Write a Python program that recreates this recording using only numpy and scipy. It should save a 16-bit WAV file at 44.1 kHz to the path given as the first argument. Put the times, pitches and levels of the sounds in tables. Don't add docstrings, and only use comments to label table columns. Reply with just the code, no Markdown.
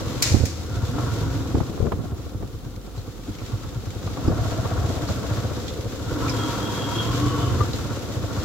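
import sys
import numpy as np
from scipy import signal
from scipy.fft import rfft, irfft, next_fast_len
from scipy.io import wavfile

SR = 44100
rng = np.random.default_rng(int(sys.argv[2]) if len(sys.argv) > 2 else 0)


def dump_mix(stems):
    frames = np.atleast_2d(stems).T
    limited = np.clip(frames, -1, 1)
    pcm = np.round(limited * 32767).astype(np.int16)
    wavfile.write(sys.argv[1], SR, pcm)


N = 372233
TIME = np.arange(N) / SR

# (time [s], speed [firings per s])
ENGINE_SPEED = [(0.0, 20.21), (0.37, 20.48), (0.5, 16.6), (0.87, 15.7), (1.01, 24.6), (1.12, 21.2),
                (1.38, 21.0), (1.75, 15.32), (2.02, 16.23), (2.59, 8.04), (2.9, 10.26), (3.17, 8.78),
                (3.8, 8.82), (4.06, 13.95), (4.93, 16.39), (5.09, 13.71), (5.51, 15.4), (5.93, 13.05),
                (6.25, 23.2), (6.45, 20.8), (6.92, 21.0), (7.08, 23.3), (7.25, 24.5), (7.45, 25.1),
                (7.84, 17.3), (8.2, 14.07), (8.44, 15.0)]
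# (time [s], throttle opening [0-1])
THROTTLE = [(0, 0.56), (.35, 0.42), (.58, 0.09), (.8, 0.56), (1.02, 0.54), (1.38, 0.53), (1.7, 0.37),
            (2.25, 0.17), (2.75, 0.05), (3.2, 0.12), (3.5, 0.58), (3.97, 0.34), (4.3, 0.9), (4.85, 0.81),
            (5.38, 0.83), (5.7, 0.41), (6, 0.52), (6.22, 0.82), (6.85, 0.87), (7.38, 0.74), (8.05, 0.58),
            (8.44, 0.83)]
# (time [s], bounces [count], relative thud [dB], relative rattle [dB],
# pitch of the shaken panel [Hz], left over right [dB])
JOLTS = [(0.312, 1, -15.5, -25, 200, -1), (0.337, 2, -19, -27, 260, -15), (.402, 2, -13, -26, 200, -10.5),
         (0.941, 1, -39, -29, 290, 1), (.982, 1, -29, -30, 286, 3), (1.544, 2, -11.5, -23.5, 270, -0.5),
         (1.564, 1, -24, -34, 450, 1), (1.601, 1, -25, -29, 260, 15), (1.694, 1, -29, -34, 220, 12),
         (1.745, 1, -38, -39, 240, 18), (1.799, 1, -40, -29, 440, 13), (1.824, 2, -18.5, -28, 403, 13),
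         (1.867, 1, -33, -22.5, 550, 5.5), (1.92, 1, -28, -25.5, 380, 3), (1.95, 1, -40, -32, 343, -4),
         (1.99, 1, -26, -32, 220, -11), (2.035, 1, -30, -35, 600, -2), (2.118, 1, -29, -36, 220, 9),
         (2.4, 1, -30, -34, 190, 4), (2.422, 1, -30, -28, 198, 0.5), (2.63, 2, -33, -37.5, 262, 1),
         (3.282, 1, -29, -33, 260, -4), (4.062, 1, -17.5, -40, 446, -1), (4.249, 1, -15, -36, 290, -3),
         (4.274, 2, -39, -23, 308, 1), (4.652, 1, -27, -37, 574, -3), (4.89, 1, -18, -29, 260, 1),
         (5.088, 1, -28, -28.5, 425, 2), (7.534, 1, -17, -48, 250, 1), (7.569, 1, -14.5, -48, 250, 0),
         (7.609, 1, -10.5, -42, 250, 0)]
# (time [s], relative clack [dB], relative ring [dB], left over right [dB])
KNOCKS = [(.351, -34, -60, -3), (0.983, -28, -47, 3), (1.552, -30, -52, 0), (1.602, -27.5, -55, -5),
          (1.629, -33, -52, -2), (1.773, -31.5, -58, -2), (1.813, -38, -55, -3), (1.865, -28.5, -45, 2),
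          (1.919, -20, -55, -3.5), (2.424, -33, -57, 0), (4.071, -30.5, -45, 4), (4.17, -29, -45, 3),
          (4.28, -27.5, -41, 2), (4.652, -25, -37, 2), (5.085, -30, -45, 0), (7.605, -21.5, -25, 7)]
# (time [s], relative snap [dB], relative tail [dB])
CRACKS = [(0.222, -15, -21), (0.453, -28.5, -39.5)]
# (time [s], relative level [dB], centre of their colour [Hz])
TICKS = [(1.543, -59, 5000), (2.978, -53, 4100), (3.385, -49.5, 2340), (4.279, -51, 5000),
         (5.078, -47, 4500), (5.68, -40, 3380), (6.281, -39.5, 2445), (6.295, -41, 5170),
         (7.733, -41.5, 3900)]
# (time of peak [s], half length [s], level change [dB])
EXHAUST_SWELLS = [(.59, .07, -1), (.8, 0.18, 4.5), (1.0, .08, -4), (1.307, 0.2, 4), (1.733, 0.064, -17),
                  (2.866, 0.12, -14), (3.17, 0.082, -12), (3.53, .06, 3), (3.778, 0.056, 3.5),
                  (4.425, 0.1, 7), (4.81, 0.083, 6.5), (5.035, .06, -1), (5.315, .09, 1.5),
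                  (5.99, 0.057, -12), (6.192, 0.046, -16), (6.718, 0.53, -7), (8.082, 0.074, -8),
                  (8.264, .12, -0.5)]
# (time [s], pitch [Hz], relative level [dB])
CHAIN_MOAN = [(0, 540, -44), (.33, 540, -41), (.5, 540, -100), (4.0, 643, -100), (4.15, 650, -55),
              (4.3, 661, -37.5), (4.55, 641, -40.5), (4.77, 700, -39.5), (4.96, 658, -37.5),
              (5.1, 590, -41.5), (5.45, 575, -42), (5.62, 475, -41), (5.8, 455, -36), (5.95, 520, -45.5),
              (6.2, 505, -42), (6.35, 500, -54), (6.5, 500, -100), (7.65, 520, -100), (7.85, 520, -43.5),
              (8.44, 540, -41)]
# (time of peak [s], half length [s], pitch at peak [Hz], relative level [dB])
WHISTLES = [(0.756, .13, 1416, -44.5), (1.002, .08, 1320, -38), (1.09, .07, 1380, -41),
            (1.284, .12, 1406, -43.5), (6.11, .08, 1407, -40), (6.245, .08, 1336, -37),
            (6.435, .07, 1325, -34.5), (6.599, .12, 1313, -36.5), (7.877, .12, 1350, -53)]
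# (time of peak [s], half length [s], multiple of firing rate [count], level [dB])
DRONES = [(.95, 0.075, 13, -28), (1.33, 0.23, 13, -32.5), (6.296, 0.15, 12, -29), (7.27, 0.34, 12, -28)]
# (multiple of firing rate [count], relative level [dB])
HUM = [(5, 4.5), (4, -20), (6, -8.5)]
# (time [s], relative level [dB])
HISS_LEVEL = [(0, -37.5), (.2, -38), (.55, -46), (1.02, -38.5), (2.05, -48), (2.7, -51), (3.32, -46.5),
              (3.42, -44.5), (3.95, -45), (4.3, -40), (5.38, -38), (5.95, -42.5), (6.27, -35), (7.4, -36.5),
              (8.05, -40), (8.44, -38.5)]
# (time [s], relative level [dB])
SQUEAL_LEVEL = [(6.2, -100), (6.33, -50), (6.42, -38.5), (6.59, -48), (6.68, -35), (6.74, -45), (6.84, -34),
                (6.9, -45), (7.0, -29.5), (7.06, -42), (7.17, -47), (7.3, -64), (7.45, -100)]
# (pitch [Hz], relative level [dB])
SQUEAL_MODES = [(3268, -0.5), (2750, -17)]

# (pitch [Hz], width [Hz], relative level [dB])
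SILENCER = [(102.3, 44.7, 6), (79.5, 13, -18)]
AIRBOX = [(954, 74, 10.3), (1134, 180, 10), (1318, 198, 7.4), (1385, 440, 1)]
BLOCK_MODES = [(295.6, 75, 3), (477, 115, -0.5), (683, 82, -4.5)]
FAIRING = [(1188, 50, 5.5)]
CHIRR_MODES = [(2870, 140, -0.69), (3030, 120, 5.8), (3430, 400, -2)]

# (pitch [Hz], relative level [dB per Hz])
RUMBLE = [(20, -17), (32, -43), (45, 11.5), (70, 18), (110, 16), (150, 14.5), (300, -49)]
BLOCK = [(100, -54), (170, 5.5), (220, 3.5), (300, 3.5), (390, -1), (520, -1), (630, -16), (740, -9),
         (860, -14.5), (1400, -12), (1900, -45), (4000, -71)]
HISS = [(700, 6.5), (1600, 5.5), (2400, 4), (3000, 5), (3700, 8), (4500, 5), (6200, 4), (7500, 3),
        (8400, -8), (11000, -8.5), (13000, -5.5), (16000, -13)]
RATTLE = [(30, -9), (60, 12), (150, 9.5), (210, 8.5), (320, 0), (520, -5), (800, -12.5), (1300, -32),
          (2000, -39), (6000, -65)]
CRACK_TAIL = [(400, -37), (900, -14), (1500, 0), (2400, 3.5), (3200, -0.5), (4400, 5.5), (6200, 5.5),
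              (7500, 3), (8600, -7.5), (12000, -10.5), (16000, -20)]
SNAP = [(300, -8), (700, -4), (1500, -25), (2400, 5.5), (3200, -15), (4400, 6), (6200, 5), (7500, 2),
        (8600, -5), (12000, -6), (16000, -5)]
CLACK = [(150, -13), (400, 5), (700, 5), (1200, -0.5), (1800, -13), (3400, -21), (8000, -37)]
BACKGROUND = [(20, -15), (45, 9.5), (80, 3), (200, -9), (400, -21), (1500, -37), (8000, -33.5),
              (16000, -30)]
# (pitch [Hz], relative level [dB])
GEAR_CASE = [(400, -18), (640, -4), (800, -12), (905, -11), (938, 0), (1040, -2), (1120, 7.5)]
# (pitch [Hz], likeness [-1 to 1])
LIKENESS = [(30, -0.17), (100, 0.79), (170, 0.16), (300, 0.86), (700, 0.46), (1300, 0.68), (2200, 0.0013),
            (16000, -0.083)]

CRUISE_PER_S = 20
GEAR_MULTIPLE = 45
HUM_FULL_PER_S, HUM_LOSS_DB = 23.66, 1
BOUNCE_S, BOUNCE_LOSS_DB = .026, 2.5
CHIRR_START_S, CHIRR_END_S, CHIRR_FADE_S = 6.9, 7.62, 0.2
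WHISTLE_FALL_HZ_PER_S = 250
WAVER_APART = 0.43
CUTOFF_HZ = 15800


def from_db(db):
    return 10 ** (np.asarray(db) / 20)


def rms_one(x):
    return x / np.sqrt(np.mean(x ** 2) + 1e-20)


def in_time(rows):
    seconds, *columns = np.transpose(rows)
    return [np.interp(TIME, seconds, column) for column in columns]


def at_hz(points, hz):
    table_hz, values = np.array(points).T
    return np.interp(np.log(hz + 1), np.log(table_hz), values)


def panned(left_over_right_db):
    return from_db(np.array([[left_over_right_db], [-left_over_right_db]]) / 2)


def noise(spectrum=((100, 0), (1000, 0))):
    length = next_fast_len(N)
    hz = np.fft.rfftfreq(length, 1 / SR)
    mid, side = rfft(rng.standard_normal((2, length)))
    alike = np.clip(at_hz(LIKENESS, hz), -1, 1)
    both = np.sqrt(1 + alike) * mid + np.sqrt(1 - alike) * side * [[1], [-1]]
    coloured = both * from_db(at_hz(spectrum, hz))
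    return rms_one(irfft(coloured)[:, :N])


def drift(per_s):
    points = rng.standard_normal(size=4000)
    return rms_one(np.interp(TIME * per_s, np.arange(len(points)), points))


def resonate(x, modes, order=1):
    out = 0
    for hz, width, db in modes:
        r = np.exp(-np.pi * width / SR)
        section = [(1 - r * r) / 2, 0, (r * r - 1) / 2, 1, -2 * r * np.cos(2 * np.pi * hz / SR), r * r]
        out = out + from_db(db) * signal.sosfilt([section] * order, x + 1e-18)
    return out


def clicks(times, sizes):
    out = np.zeros(N)
    places = np.clip((np.asarray(times) * SR).astype(int), 0, N - 1)
    np.add.at(out, places, sizes)
    return out


def fade(x, seconds):
    return signal.lfilter([1], [1, -np.exp(-1 / (seconds * SR))], x + 1e-18)


def swell(x, seconds):
    return fade(fade(x, seconds), seconds) * np.e / (seconds * SR)


def hump(peak_s, half_s):
    return np.maximum(1 - np.abs(TIME - peak_s) / half_s, 0)


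def arch(peak_s, half_s):
    return np.sin(np.pi / 2 * hump(peak_s, half_s))


def strokes(speed, place, uneven_db):
    cycles = np.cumsum(speed) / SR - place
    at = np.flatnonzero(np.diff(np.floor(cycles)))
    uneven = from_db(uneven_db * rng.standard_normal(400)[:len(at)])
    return clicks(at / SR, uneven / np.sqrt(speed[at]))


def throb(pulses, seconds, steady):
    opening = rms_one(swell(pulses, seconds))
    return rms_one(np.sqrt(opening ** 2 + steady ** 2))


def waver(hz, rough, per_s):
    shared, apart = (drift(per_s) + 1j * drift(per_s) for _ in range(2))
    blur = 1 + rough * (shared + WAVER_APART * apart * np.array([[1], [-1]]))
    turning = np.exp(2j * np.pi * np.cumsum(hz + np.zeros(N)) / SR)
    return rms_one(np.real(blur * turning))


def engine_db(speed, throttle, base_db, octave_db, throttle_db):
    return base_db + octave_db * np.log2(speed / CRUISE_PER_S) + throttle_db * throttle


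def crank_angle(speed):
    return 2 * np.pi * (np.cumsum(speed) / SR - 1 / 4)


def exhaust(firing, level_db):
    thump = rms_one(resonate(firing, SILENCER, order=3))
    late = np.interp(TIME - .0024, TIME, thump)
    thump = thump + 0.26 * late * np.array([[-1], [1]])
    rumble = noise(RUMBLE) * throb(firing, seconds=.012, steady=1.0)
    return from_db(level_db) * (from_db(-2.0) * thump + from_db(-1.5) * rumble)


def block(speed, firing, level_db):
    blows = firing + .7 * strokes(speed, place=.9, uneven_db=2)
    gate = throb(blows, seconds=0.0057, steady=1.34)
    clatter = noise(BLOCK) * gate
    ring = rms_one(resonate(noise() * gate, BLOCK_MODES, order=2)) * (speed / 20) ** 0.71
    return from_db(level_db) * (from_db(-2.0) * clatter + from_db(-5.5) * ring)


def intake(speed, level_db):
    gulps = strokes(speed, place=.03, uneven_db=2)
    breath = noise() * throb(gulps, seconds=0.013, steady=0.58)
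    rasp = rms_one(resonate(breath, AIRBOX, order=2))
    ring = rms_one(resonate(gulps, AIRBOX, order=2)) * (speed / 22) ** 2
    return from_db(level_db) * (from_db(-3.0) * rasp + from_db(-9.5) * ring) * panned(2.3)


def chain(firing):
    hz, db = in_time(CHAIN_MOAN)
    moan = waver(hz, rough=3, per_s=220)
    tug = throb(firing, seconds=0.0095, steady=0.87)
    return from_db(db) * moan * tug * panned(1.0)


def frame_hum(speed, throttle):
    level_db = -28.5 - 7 * throttle - HUM_LOSS_DB * np.maximum(HUM_FULL_PER_S - speed, 0)
    angle = crank_angle(speed)
    hum = sum(from_db(db + 0.34 * drift(4.0)) * np.cos(multiple * angle) for multiple, db in HUM)
    return from_db(level_db) * hum


def gear_whine(speed, level_db):
    mesh_hz = GEAR_MULTIPLE * speed
    rough = .68 * np.minimum((24 / speed) ** 2, 4)
    whine = from_db(at_hz(GEAR_CASE, mesh_hz)) * waver(mesh_hz, rough, per_s=130)
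    load = throb(strokes(speed, place=.15, uneven_db=2), seconds=.012, steady=.7)
    return from_db(level_db) * whine * load * panned(3.2)


def hiss(speed):
    level_db, = in_time(HISS_LEVEL)
    valves = strokes(speed, place=.1, uneven_db=1.5) + strokes(speed, place=.6, uneven_db=1.5)
    gate = throb(valves, seconds=0.0029, steady=2.55) * from_db(1.21 * drift(29))
    return from_db(level_db) * noise(HISS) * gate * panned(1.3)


def background():
    return from_db(-42.5) * noise(BACKGROUND)


def cracks():
    seconds, snap_db, tail_db = np.transpose(CRACKS)
    snap = swell(clicks(seconds, from_db(snap_db)), seconds=0.004)
    tail = fade(clicks(seconds, from_db(tail_db)), seconds=0.099) * from_db(0.95 * drift(278))
    return (snap * noise(SNAP) + tail * noise(CRACK_TAIL)) * panned(2.5)


def jolts():
    out = 0
    grain = noise(RATTLE) * from_db(4.1 * drift(200))
    for start_s, count, thud_db, rattle_db, panel_hz, side_db in JOLTS:
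        k = np.arange(count)
        bounces = clicks(start_s + k * BOUNCE_S, from_db(-k * BOUNCE_LOSS_DB))
        thud = resonate(bounces, [(83.7, 48, 50.6)], order=2)
        panel = rms_one(resonate(grain, [(panel_hz, 264, 0)], order=2))
        shake = swell(bounces, seconds=.008)
        rattle = shake * (from_db(2) * grain + from_db(-6) * panel)
        out = out + (from_db(thud_db) * thud + from_db(rattle_db) * rattle) * panned(side_db)
    return out


def knocks():
    out = 0
    grain = noise(CLACK)
    for start_s, clack_db, ring_db, side_db in KNOCKS:
        blow = clicks([start_s], 0.84)
        clack = swell(blow, seconds=.0035) * grain
        ring = resonate(blow, FAIRING, order=2)
        out = out + (from_db(clack_db) * clack + from_db(ring_db + 53) * ring) * panned(side_db)
    return out


def exhaust_swells_db():
    return sum(db * hump(peak_s, half_s) for peak_s, half_s, db in EXHAUST_SWELLS)


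def whistles():
    out = 0
    for peak_s, half_s, hz, db in WHISTLES:
        falling_hz = hz - WHISTLE_FALL_HZ_PER_S * np.clip(TIME - peak_s, -half_s, half_s)
        out = out + from_db(db) * hump(peak_s, half_s) * waver(falling_hz, rough=2, per_s=210)
    return out * panned(2.9)


def frame_drones(speed):
    angle = crank_angle(speed)
    return sum(from_db(db) * arch(peak_s, half_s) * np.cos(multiple * angle)
               for peak_s, half_s, multiple, db in DRONES)


def grit_ticks():
    out = 0
    grit = noise(CRACK_TAIL)
    for start_s, db, hz in TICKS:
        tick = fade(clicks([start_s], from_db(db)), seconds=0.016) * grit
        out = out + from_db(2) * tick + resonate(tick, [(hz, 370, 18)])
    return out


def squeal():
    level_db, = in_time(SQUEAL_LEVEL)
    tones = sum(from_db(db) * waver(hz, rough=.7, per_s=140) for hz, db in SQUEAL_MODES)
    skirt = rms_one(resonate(noise(), [(3260, 380, 0)], order=2))
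    return from_db(level_db) * (tones + from_db(-7) * skirt)


def chirr():
    held = np.clip(np.minimum(TIME - CHIRR_START_S, CHIRR_END_S - TIME) / CHIRR_FADE_S, 0, 1)
    rough = rms_one(resonate(noise(), CHIRR_MODES, order=2) * from_db(3 * drift(35)))
    return from_db(-43) * held * rough


def scene():
    speed, = in_time(ENGINE_SPEED)
    throttle, = in_time(THROTTLE)
    exhaust_db = engine_db(speed, throttle, base_db=-34, octave_db=3.5, throttle_db=8) + exhaust_swells_db()
    block_db = engine_db(speed, throttle, base_db=-36.5, octave_db=3.5, throttle_db=8.5)
    intake_db = engine_db(speed, throttle, base_db=-55, octave_db=5, throttle_db=23.5)
    whine_db = engine_db(speed, throttle, base_db=-55.5, octave_db=9, throttle_db=23.5)
    firing = strokes(speed, place=.19, uneven_db=1.2)
    engine = exhaust(firing, exhaust_db) + block(speed, firing, block_db) + intake(speed, intake_db)
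    drive = chain(firing) + frame_hum(speed, throttle) + gear_whine(speed, whine_db) + frame_drones(speed)
    road = hiss(speed) + background() + jolts() + knocks()
    loose_parts = grit_ticks() + squeal() + chirr()
    return engine + drive + road + cracks() + whistles() + loose_parts


def record(dry):
    lowpass = signal.ellip(10, .2, 80, CUTOFF_HZ, fs=SR, output="sos")
    return signal.sosfilt(lowpass, dry)


dry = scene()
out = record(dry)
dump_mix(out)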